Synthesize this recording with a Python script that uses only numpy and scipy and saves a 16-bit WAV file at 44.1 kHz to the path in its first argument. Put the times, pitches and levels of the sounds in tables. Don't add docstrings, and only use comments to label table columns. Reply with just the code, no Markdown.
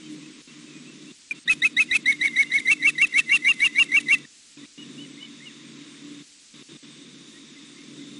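import sys
import numpy as np
from scipy import signal
from scipy.fft import rfft, irfft, next_fast_len
from scipy.io import wavfile
from scipy.ndimage import uniform_filter1d, map_coordinates

SR = 44100
rng = np.random.default_rng(int(sys.argv[2]) if len(sys.argv) > 2 else 0)


def inscribe(sig):
    pcm = np.round(np.clip(np.atleast_2d(sig).T, -1, 1) * 32767)
    wavfile.write(sys.argv[1], SR, pcm.astype(np.int16))


def boost(x):
    u = np.asarray(x, float) / 20
    return 10 ** u


N = 361458
T = np.arange(N) / SR
CREST = 0.776

# freq_hz, density_db (per Hz)
HUM_COLOUR = [(30, -38), (118, -65), (140, -11.5), (180, -10.5), (240, -5), (290, -2.5), (350, -9.5),
              (420, -17.5), (530, -24), (800, -38), (1100, -58)]
# start_s, length_s, pitch_hz, level_db, end_change_db
BREAKS = [(1.307, 0.025, 2430, -22, -18), (1.494, 0.044, 2574, -12, -19), (1.646, 0.037, 2581, -11.5, -24),
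          (1.796, 0.04, 2605, -12, -17), (1.95, 0.025, 2610, -15, -6), (2.71, 0.032, 2703, -13.5, -8),
          (2.869, 0.034, 2717, -12.5, -9.5), (3.021, 0.035, 2748, -13.5, -2.5),
          (3.181, 0.026, 2714, -15.5, 3), (3.325, 0.048, 2770, -15, -3.5), (3.483, 0.041, 2806, -15.5, 1),
          (3.641, 0.035, 2834, -17, 4), (3.794, 0.038, 2814, -15, 4.5), (3.964, 0.029, 2760, -14.5, 0.5),
          (4.12, 0.035, 2746, -13.5, -1)]
# time_s, opening_hz, climb_power (how it slows), second_partial_db
MOOD = [(1.474, 1743, 1.27, -2.5), (1.617, 1780, 1.23, -0.5), (1.764, 1803, 1.15, 1.5),
        (1.909, 1855, 1.2, 2), (2.055, 1853, 1.61, 0), (2.361, 1836, 1.79, -1.5), (2.513, 1863, 1.65, -1),
        (2.665, 1847, 1.4, -1.5), (2.822, 1886, 1.4, 0), (2.979, 1870, 1.15, -3), (3.135, 1858, 1.41, -5),
        (3.291, 1878, 1.33, -4), (3.445, 1895, 1.3, 1), (3.598, 1887, 1.6, 1.5), (3.755, 1906, 1.328, 3.5),
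        (3.915, 1916, 1.6, -5.5), (4.081, 1867, 1.3, -2)]


def unit(x):
    return x / np.sqrt(np.mean(x ** 2) + 1e-20)


def along(points, hz):
    f, v = np.transpose(points)
    return np.interp(np.log(hz + 1), np.log(f + 1), v)


def track(table, column=1):
    columns = np.transpose(table)
    return np.interp(T, columns[0], columns[column])


def wobble(rate_hz):
    knots = rng.standard_normal(int(N * rate_hz / SR) + 4)
    return map_coordinates(knots, [T * rate_hz])


def filtered(x, points):
    m = next_fast_len(N + 8192)
    gain = boost(along(points, np.fft.rfftfreq(m, 1 / SR)))
    return irfft(rfft(x, m) * gain, m)[:N]


def noise(points):
    return unit(filtered(rng.standard_normal(N), points))


def spans(rows, size):
    inside = sum((T > a) & (T < b) for a, b in rows) * 1.
    return uniform_filter1d(inside, size=size)


def whistle(notes, overtone_db, flutter_db, edge_s):
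    # freq_hz, gain_db
    edge_response = [(3400, -7.5), (3700, 5), (3900, -2.5), (4050, -28.5), (4300, -43.5), (5000, -48)]
    # freq_hz, gain_db
    edge_ringing = [(3850, -36), (3960, -10.5), (4080, -11.5), (4200, -20), (4350, -44), (4500, -59)]
    upper_attack_s = 0.0043
    ring_hz, ring_slide = 3930, .3
    mood = np.transpose(MOOD)
    out, flutter = np.zeros(N), wobble(170)
    for note in notes:
        s, hz, db = np.transpose(note)
        i = np.arange(round(s[0] * SR), min(round(s[-1] * SR), N))
        since = T[i] - s[0]
        pitch = uniform_filter1d(np.interp(T[i], s, hz), size=130)
        phase = 2 * np.pi * np.cumsum(pitch) / SR
        upper_db = overtone_db - 10 * np.clip(1 - since / upper_attack_s, 0, 1)
        upper_db = upper_db + np.interp(s[0], mood[0], mood[3])
        second = boost(upper_db + along(edge_response, 2 * pitch)) * np.sin(2 * phase)
        ring_phase = 2 * np.pi * (1 + ring_slide) * ring_hz * T[i] - 2 * ring_slide * phase
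        ring = boost(upper_db + along(edge_ringing, 2 * pitch)) * np.sin(ring_phase)
        fade = np.clip(np.minimum(since, s[-1] - T[i]) / edge_s, 0, 1)
        level = boost(np.interp(T[i], s, db) + flutter_db * flutter[i])
        out[i] += np.sqrt(2) * level * fade * (np.sin(phase) + second + ring)
    return out


def engine_hum():
    # time_s, level_db
    hum_level = [(0, -47), (.1, -45), (.38, -48), (.66, -47), (.72, -47.5), (.9, -47), (1.4, -47),
                 (2.3, -45), (3, -47), (3.65, -47), (3.86, -44.5), (4.3, -47.5), (4.9, -47), (5.85, -47.5),
                 (6.08, -45), (6.3, -47.5), (7.55, -49.5), (8.2, -46.5)]
    # time_s, firing_hz, second_order_db
    engine_run = [(0, 156, -45), (.1, 152.2, -35.5), (.4, 151.7, -56), (.75, 151.1, -46),
                  (1.1, 151.5, -50.5), (1.6, 150.9, -49.5), (2.25, 150, -43.5), (2.62, 149.9, -51.5),
                  (2.88, 150, -41), (3.15, 149.1, -55), (3.4, 149.5, -47), (3.6, 148.8, -55),
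                  (3.9, 147.7, -44.5), (4.6, 143.8, -45.5), (5.8, 143.4, -51), (6.1, 143.9, -42.5),
                  (6.9, 143.8, -60.5), (7.5, 143.9, -55), (8.2, 142.5, -44)]
    phase = 2 * np.pi * np.cumsum(track(engine_run) + 1.378 * wobble(7)) / SR
    tones = boost(-10.5 + 1.8 * wobble(6)) * np.sin(phase)
    tones = tones + boost(-11.5 + 4.8 * wobble(4.004)) * np.sin(1.6 * phase + 1.63 * wobble(14))
    rumble = boost(-1.5 + 0.33 * wobble(7.6)) * noise(HUM_COLOUR)
    gust_db = 1.7 * wobble(6.4)
    hum = boost(track(hum_level) + gust_db) * (rumble + tones)
    second_order = boost(track(engine_run, 2) - 3.0 + 1.53 * wobble(9)) * np.sin(2 * phase)
    return hum + np.sqrt(2) * second_order


def leaves_and_water():
    # freq_hz, density_db (per Hz)
    air_colour = [(500, -29.5), (800, -24), (1040, -7), (1520, -10.5), (2100, -3.5), (3200, -6),
                  (3900, -3.5), (4100, -28.5), (5600, -44)]
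    return boost(-54.0 + 0.98 * wobble(2.77) + 0.23 * wobble(19.0)) * noise(air_colour)


def insects():
    # time_s, level_db
    chorus_level = [
        (0, -84),
        (1.2, -58.5),
        (4.3, -55),
        (6, -56.5),
        (8.2, -55),
    ]
    band = noise([(3200, -27.0), (3450, 3.0), (3750, 3.5), (3950, -5.5), (4100, -26),
                  (10800, -28), (11100, -61)])
    return boost(track(chorus_level) + 1.1 * wobble(5.5)) * band


def far(rows, bend):
    u = np.linspace(0, 1, num=12)
    notes = []
    for s, length, hz, db, crest in rows:
        pitch = hz - bend * ((u - crest) * length) ** 2
        level = db - 3.5 * (2 * u - 1) ** 2
        notes.append(np.transpose([s + u * length, pitch, level]))
    return notes


def far_birds():
    # start_s, length_s, crest_hz, level_db, crest_share (of
    steep_calls = [(.215, .085, 2610, -57, .55), (.655, .075, 2630, -56, .5), (.85, 0.09, 2700, -55.5, .55),
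                   (1.062, 0.06, 2770, -54.5, 0.7), (4.248, 0.008, 1840, -30, .5),
                   (2.44, .07, 2820, -51, .65), (4.62, .03, 2060, -55, 1.5),
                   (4.772, 0.075, 2930, -45.5, 0.5), (4.975, .088, 3010, -45, .55),
                   (5.03, .04, 2220, -56, -.2), (5.165, .05, 2190, -52, .95), (5.2, 0.066, 3010, -44, 0.55),
                   (5.215, .075, 2270, -55, .4), (5.395, 0.075, 2180, -49, 0.8),
                   (5.452, .045, 3020, -43, -.3), (5.47, .055, 2200, -54, -.3)]
    # start_s, length_s, crest_hz, level_db, crest_share
    flat_calls = [(.022, 0.058, 3110, -56, .5), (.05, .05, 2600, -60, -.5), (.47, 0.06, 2720, -55, 0.8),
                  (.72, 0.085, 2490, -55, 0.4), (1.345, .048, 2720, -52, 0.72),
                  (1.868, 0.028, 2770, -47, .5), (2.27, 0.038, 2750, -48, .2), (3.28, .045, 2750, -44, .9),
                  (3.075, 0.073, 2780, -52, .7), (3.72, .045, 2810, -51, .6),
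                  (7.33, 0.065, 1900, -56.5, .6), (7.555, 0.035, 2060, -55, .2),
                  (7.76, 0.075, 2150, -57.5, .8), (7.82, .06, 2240, -61, .4), (8.01, 0.035, 2080, -55, 0.4)]
    return whistle(far(steep_calls, 125000) + far(flat_calls, 28600), -60, 3.6, .012)


def breaks():
    sag_shapes = [(0.13, 0.09), (0.23, 0.084), (0.14, 0.12), (0.055, 0.11), (.15, 0.16), (0.16, 0.087),
                  (.05, 0.11), (.05, 0.11), (0.075, 0.091), (.33, 0.12), (0.12, 0.1), (0.058, 0.12),
                  (0.043, 0.09), (.03, 0.1), (0.12, 0.09)]
    sag_bend, release_s, release_db = 2.22, 0.0069, -28
    u = np.linspace(0, 1, num=24)
    notes = []
    for (s, length, hz, db, tire_db), (crest, sag) in zip(BREAKS, sag_shapes):
        pitch = hz * (1 - sag * np.abs((u - crest) / (1 - crest)) ** sag_bend)
        release = release_db * np.clip(1 - (1 - u) * length / release_s, 0, 1)
        notes.append(np.transpose([s + u * length, pitch, db + tire_db * u ** 2 + release]))
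    return notes


def climbs(rows, lengths, crest):
    attack_s, attack_db = .008, -15
    half_swell = 0.083
    turn_hz, turn_db = 120, -6
    mood = np.transpose(MOOD)
    u = np.linspace(0, 1, num=24)
    notes = []
    for (s, top_hz, early_db, top_db, swell), length in zip(rows, lengths):
        past = np.clip(u - crest, 0, 1) / (1 - CREST)
        from_hz = np.interp(s, mood[0], mood[1])
        bend = np.interp(s, mood[0], mood[2])
        risen = 1 - np.clip(1 - u / crest, 0, 1) ** bend
        pitch = from_hz + (top_hz - from_hz) * risen - turn_hz * past ** 2
        level = np.interp(u, [swell - half_swell, swell + half_swell], [early_db, top_db])
        level = level + turn_db * past + attack_db * np.clip(1 - u * length / attack_s, 0, 1)
        notes.append(np.transpose([s + u * length, pitch, level]))
    return notes


def catches():
    # time_s, width_s, depth_db
    beat_notches = [(1.4828, 0.0019, -8), (1.9349, 0.0033, -5), (1.9425, 0.0011, -8), (1.9476, 0.0025, -7),
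                    (1.782, .012, 4), (2.1206, 0.0015, -7), (2.217, .004, 3), (2.1274, 0.00089, 0),
                    (2.2275, 0.0027, -1.5), (2.234, 0.0017, -15), (2.2412, 0.0016, -10),
                    (2.2675, 0.0034, -7), (2.2745, 0.0016, -5), (2.28, 0.0028, -1), (2.3695, 0.0025, -6.1),
                    (2.42, .004, -2.5), (2.4265, 0.0025, -6), (2.4322, 0.0019, -5), (2.5281, 0.0023, -6),
                    (2.5347, 0.003, -14), (2.547, 0.0073, -5.5), (2.572, 0.003, -2), (2.578, 0.004, 4),
                    (2.5859, 0.003, 2), (2.6718, 0.0023, -9), (2.6952, 0.006, -6.5), (2.8283, 0.0014, 0),
                    (2.8328, 0.0017, -14), (2.8426, 0.0029, -21), (2.986, .004, 3), (2.9946, 0.007, -6),
                    (3.0125, 0.0026, -5), (3.297, .003, 3), (3.3003, 0.0016, -5), (3.3039, 0.0022, -11),
                    (3.4435, .003, -9), (3.4553, 0.0026, -7), (3.462, 0.0029, -6), (3.6035, 0.0013, -2),
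                    (3.6096, 0.0018, -11), (3.606, .003, 4), (3.614, 0.0028, -8), (3.7657, 0.0029, -8),
                    (3.7711, 0.0022, -8), (3.7821, 0.004, -5), (3.79, .005, 4), (3.905, .004, -8),
                    (3.9267, 0.0029, -9), (3.936, 0.0036, -11), (4.078, .003, -10), (4.094, 0.0021, -9),
                    (4.1055, 0.0037, -7)]
    return boost(sum(0.84 * db * np.exp(-(1.44 * (T - s) / width) ** 2) for s, width, db in beat_notches))


def fading(rows):
    return [[(s, hz, db), (s + length, hz - 60.4, db - 13.5)] for s, length, hz, db in rows]


def sibling():
    # start_s, length_s, end_hz, level_db
    lead_notes = [(1.884, 0.05, 2240, -32), (2.184, 0.095, 2170, -27.5), (2.319, 0.052, 2300, -32.5),
                  (2.485, 0.045, 2160, -34.5), (2.646, 0.052, 2160, -22), (2.784, 0.066, 2310, -31.5),
                  (2.947, 0.059, 2020, -33), (3.084, 0.053, 2060, -44), (3.258, 0.068, 2255, -30.5),
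                  (3.418, 0.076, 2234, -25), (3.547, 0.12, 2210, -36), (3.715, 0.055, 2230, -37),
                  (3.884, 0.033, 2140, -33), (4.057, 0.036, 1990, -31)]
    # start_s, length_s, pitch_hz, level_db
    tail_notes = [(1.96, 0.052, 2190, -41), (2.117, 0.042, 2186, -25), (2.271, 0.052, 2160, -30),
                  (2.418, 0.066, 2102, -34), (2.595, 0.08, 2090, -37.5), (2.73, 0.032, 2203, -61),
                  (3.196, 0.062, 1900, -47), (3.386, 0.046, 1996, -44), (3.674, 0.043, 2030, -37),
                  (3.828, 0.057, 2170, -44), (3.058, 0.026, 2050, -41), (3.53, 0.04, 2100, -43.5),
                  (4.19, 0.07, 2000, -51), (3.997, 0.039, 2050, -42), (4.148, 0.034, 2050, -28)]
    lead_hz = 2050
    leads = []
    for s, length, hz, db in lead_notes:
        leads.append([(s, lead_hz, db - 14), (s + length / 2, lead_hz, db - 2), (s + length, hz, db + 5)])
    return whistle(leads + fading(tail_notes), -60, 2.6, .007)


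def chips():
    # start_s, length_s, first_hz, last_hz, level_db
    slides = [(1.929, .028, 2350, 2660, -24), (2.044, .01, 2300, 1800, -41), (2.225, .02, 2250, 2260, -31),
              (2.952, .014, 2050, 2050, -37), (2.505, .01, 1800, 1810, -39), (2.59, .018, 2050, 2250, -27),
              (2.654, .013, 2150, 2000, -31), (2.735, .04, 2200, 2180, -48), (2.35, .014, 2200, 2050, -28),
              (2.812, .012, 2100, 1900, -33), (4.572, .008, 2700, 2300, -50),
              (4.652, .008, 2700, 2200, -52), (3.122, .012, 2250, 1950, -32),
              (3.203, .016, 1880, 1860, -33), (3.592, .008, 2100, 1950, -31),
              (3.746, .008, 2100, 1900, -33), (3.906, .008, 2100, 2000, -33)]
    notes = [[(s, a, db - 4), (s + length, b, db)] for s, length, a, b, db in slides]
    return whistle(notes, -60, 3, .003)


def flicks(notes, length, from_hz, to_hz, db):
    falls = []
    for note in notes:
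        s = note[-1, 0] - .006
        middle = (s + length / 2, (2 * from_hz + to_hz) / 3, db)
        falls.append([(s, from_hz, db), middle, (s + length, to_hz, db - 6)])
    return falls


def echoed(voice):
    # delay_s, level_db
    reflections = [
        (.009, -23),
        (.03, -41),
    ]
    t = T[:SR // 2]
    scatter = rng.standard_normal(len(t)) * boost(-60 * t / .5)
    answer = boost(-31) * scatter / np.linalg.norm(scatter)
    for s, echo_db in reflections:
        answer[round(s * SR)] += boost(echo_db)
    return voice + signal.fftconvolve(voice, answer)[:N]


def chick():
    # start_s, top_hz, early_db, top_db, swell_share (of length)
    climbing = [(1.474, 2057, -20.5, -19, 0.97), (1.617, 2184, -22, -17.5, 0.53),
                (1.764, 2212, -22.5, -14, 0.7), (1.909, 2235, -19.5, -21.5, 0.21),
                (2.668, 2285, -21.5, -14, 0.61), (2.822, 2287, -22.5, -14.5, 0.52),
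                (2.979, 2295, -21.5, -10.5, 0.75), (3.135, 2290, -22.5, -16.5, 0.45),
                (3.291, 2265, -20.5, -13.5, 0.62), (3.445, 2330, -21.5, -13.5, 0.57),
                (3.6, 2322, -21, -14.5, 0.52), (3.755, 2340, -22.5, -14, 0.59),
                (3.915, 2310, -20.5, -14.5, 0.53), (4.081, 2317, -20.5, -14.5, 0.51)]
    # start_s, top_hz, early_db, top_db, swell_share
    arching = [
        (2.055, 2215, -20.5, -15.5, 0.38),
        (2.209, 2240, -22, -16.5, 0.71),
        (2.361, 2218, -21, -14, 0.44),
        (2.515, 2216, -21.5, -16, 0.4),
    ]
    # start_s, length_s, pitch_hz, level_db
    lingering = [
        (1.95, 0.026, 2190, -32),
        (2.712, 0.034, 2290, -26),
        (3.183, 0.018, 2220, -20),
        (3.329, 0.014, 2340, -16.5),
        (3.485, 0.019, 2320, -26),
        (4.122, 0.027, 2330, -29),
    ]
    # length_s, start_hz, end_hz, level_db
    drops = [
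        (0.0191, 2170, 1780, -25),
        (0.0115, 2030, 1760, -34),
    ]
    arch_s, overlap_s = .063, 0.0051
    high = breaks()
    arches = climbs(arching, [arch_s] * len(arching), CREST)
    lengths = [after[0] + overlap_s - row[0] for row, after in zip(climbing, BREAKS[1:])]
    low = climbs(climbing, lengths, 0.94)
    singing = spans([(n[0, 0] + .004, n[-1, 0]) for n in low + arches], size=200)
    voice = whistle(low + arches + fading(lingering), 0, .45, .003)
    voice = voice + boost(-1.5 * singing) * sibling()
    voice = catches() * (voice + whistle(flicks(arches, *drops[0]), 0, 1, .003))
    voice = voice + whistle(high, -9, .5, .003) + chips()
    voice = voice + whistle(flicks(high[6:], *drops[1]), -3, 1.5, .003)
    delay_s, width_s, dip_db = .003, .0016, -6
    dips = sum(dip_db * np.exp(-((T - row[0] - delay_s) / width_s) ** 2) for row in BREAKS[1:])
    return echoed(voice * boost(dips))


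def scene():
    return (engine_hum() + leaves_and_water() + insects() + far_birds() + chick())[None]


def circuit_hiss(busy, idle):
    # freq_hz, density_db (per Hz)
    hiss_colour = [(290, -66), (500, -23.5), (1050, -20), (2480, -9), (3430, -8), (4510, -6), (5340, -6.5),
                   (7880, -6.5), (9830, -13.5), (10800, -10), (11150, -36), (11350, -75), (22000, -120)]
    # from_s, to_s
    lost_treble = [
        (1.33, 1.348),
        (1.44, 1.475),
        (1.608, 1.619),
        (1.735, 1.765),
        (2.035, 2.056),
    ]
    hz, t, z = signal.stft(boost(-52.0) * noise(hiss_colour), SR, nperseg=2048)
    chance = np.repeat(rng.random((len(hz), len(t) // 2 + 1)), 2, axis=1)[:, :len(t)]
    edge_hz = 7900 + 380 * np.interp(t, T, wobble(6.0)) + 1500 * np.interp(t, T, idle)
    share = np.interp(hz[:, None] - edge_hz, [-1200, 0, 100, 1000, 2400], [1, .5, .055, .035, .002])
    line = boost(14.5) * z / np.abs(z + 1e-12) * np.mean(np.abs(z), axis=1, keepdims=True)
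    kept = np.where(share < .07, line, z)
    thinned = np.where(chance < share, kept, boost(-13) * z)
    mixed = np.where(np.interp(t, T, busy) > .5, z, thinned)
    hiss = signal.istft(mixed, SR, nperseg=2048)[1][:N]
    return hiss - .7 * spans(lost_treble, size=90) * filtered(hiss, [(4000, -60), (5000, 0)])


def limited(x):
    envelope = np.abs(signal.hilbert(x, next_fast_len(N))[:N])
    return x / (1 + (envelope / .31) ** 7) ** (1 / 7)


def clock_flutter(x):
    # freq_hz, level_db
    mirrors = [(3900, -20.5), (7800, -27), (11700, -28.5), (10350, -30), (6450, -32), (2550, -35),
               (1350, -37.5), (5250, -38)]
    return x * (1 + sum(boost(db) * np.cos(2 * np.pi * hz * T) for hz, db in mirrors))


def band_limit(x):
    return signal.sosfilt(signal.butter(12, 11540, fs=SR, output="sos"), x)


def record(dry):
    # from_s, to_s
    gate_shut = [
        (.419, .474),
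        (1.122, 1.3098),
        (1.394, 1.456),
        (4.256, 4.571),
        (4.661, 4.777),
        (6.228, 6.539),
        (6.627, 6.688),
        (6.77, 6.828),
    ]
    # centre_s, length_s, level_db
    noise_bursts = [(1.523, 0.036, -30.5), (1.662, 0.036, -36), (1.825, 0.034, -36), (1.957, 0.033, -28),
                    (2.124, 0.02, -38.5), (2.258, 0.041, -38), (2.429, 0.014, -35), (2.55, 0.036, -44),
                    (2.6, 0.015, -36), (2.725, 0.027, -28.5), (2.891, 0.031, -31.5), (3.02, 0.018, -38),
                    (3.072, 0.013, -36.5), (3.192, 0.031, -27), (3.359, 0.033, -30), (3.494, .03, -41),
                    (3.539, 0.015, -38), (3.61, 0.04, -41), (3.663, 0.032, -32.5), (3.798, .01, -38),
                    (3.834, 0.024, -34), (3.972, .015, -39), (4.008, 0.016, -35), (4.107, .03, -44),
                    (4.141, 0.027, -32.5), (4.185, 0.0071, -41)]
    # freq_hz, density_db
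    grit_colour = [(60, -3.5), (500, -14), (1500, -6.5), (2700, 4), (3500, 6), (4800, -2.5), (8000, -1.5),
                   (10500, 0.5), (11300, -28.5)]
    shut = spans(gate_shut, size=60)
    gated = dry[0] * boost(-30 * shut) + boost(-68) * shut * noise(HUM_COLOUR)
    x = limited(filtered(gated, [(70, -25), (115, -8), (140, 0)]))
    level = np.sqrt(np.abs(uniform_filter1d(x ** 2, size=500)))
    spray = sum(boost(db) * np.exp(-(2 * (T - s) / length) ** 4) for s, length, db in noise_bursts)
    fray = noise([(50, 0), (400, -3), (800, -14), (1300, -22), (2000, -34)])
    x = x * (1 + (boost(-26) * (level > .016) + boost(11) * spray) * fray)
    x = clock_flutter(x)
    thump = filtered(x ** 2, [(15, -31.0), (30, -10.5), (100, 5.5), (300, -7), (600, -89.0)])
    grit = boost(1.8 * wobble(140)) * (boost(-30.5) * level + boost(-3) * spray) * noise(grit_colour)
    clock_leak = boost(-38) * level * noise([(3650, -40), (3780, -4), (3860, 0), (3950, -40)])
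    busy = uniform_filter1d(level, size=2500) > .012
    idle = uniform_filter1d(shut, size=6000) ** 2
    rumble = boost(-74.0) * noise([(20, -14.5), (120, -11.0), (500, -12.0), (900, -63), (2000, -120)])
    x = x + 0.093 * thump + grit + clock_leak + circuit_hiss(busy, idle) + rumble
    x = filtered(x, [(9000, 0.0), (10600, -2.5), (11150, -12), (11330, -30), (11600, -58)])
    return band_limit(x[None])


dry = scene()
out = record(dry)
inscribe(out)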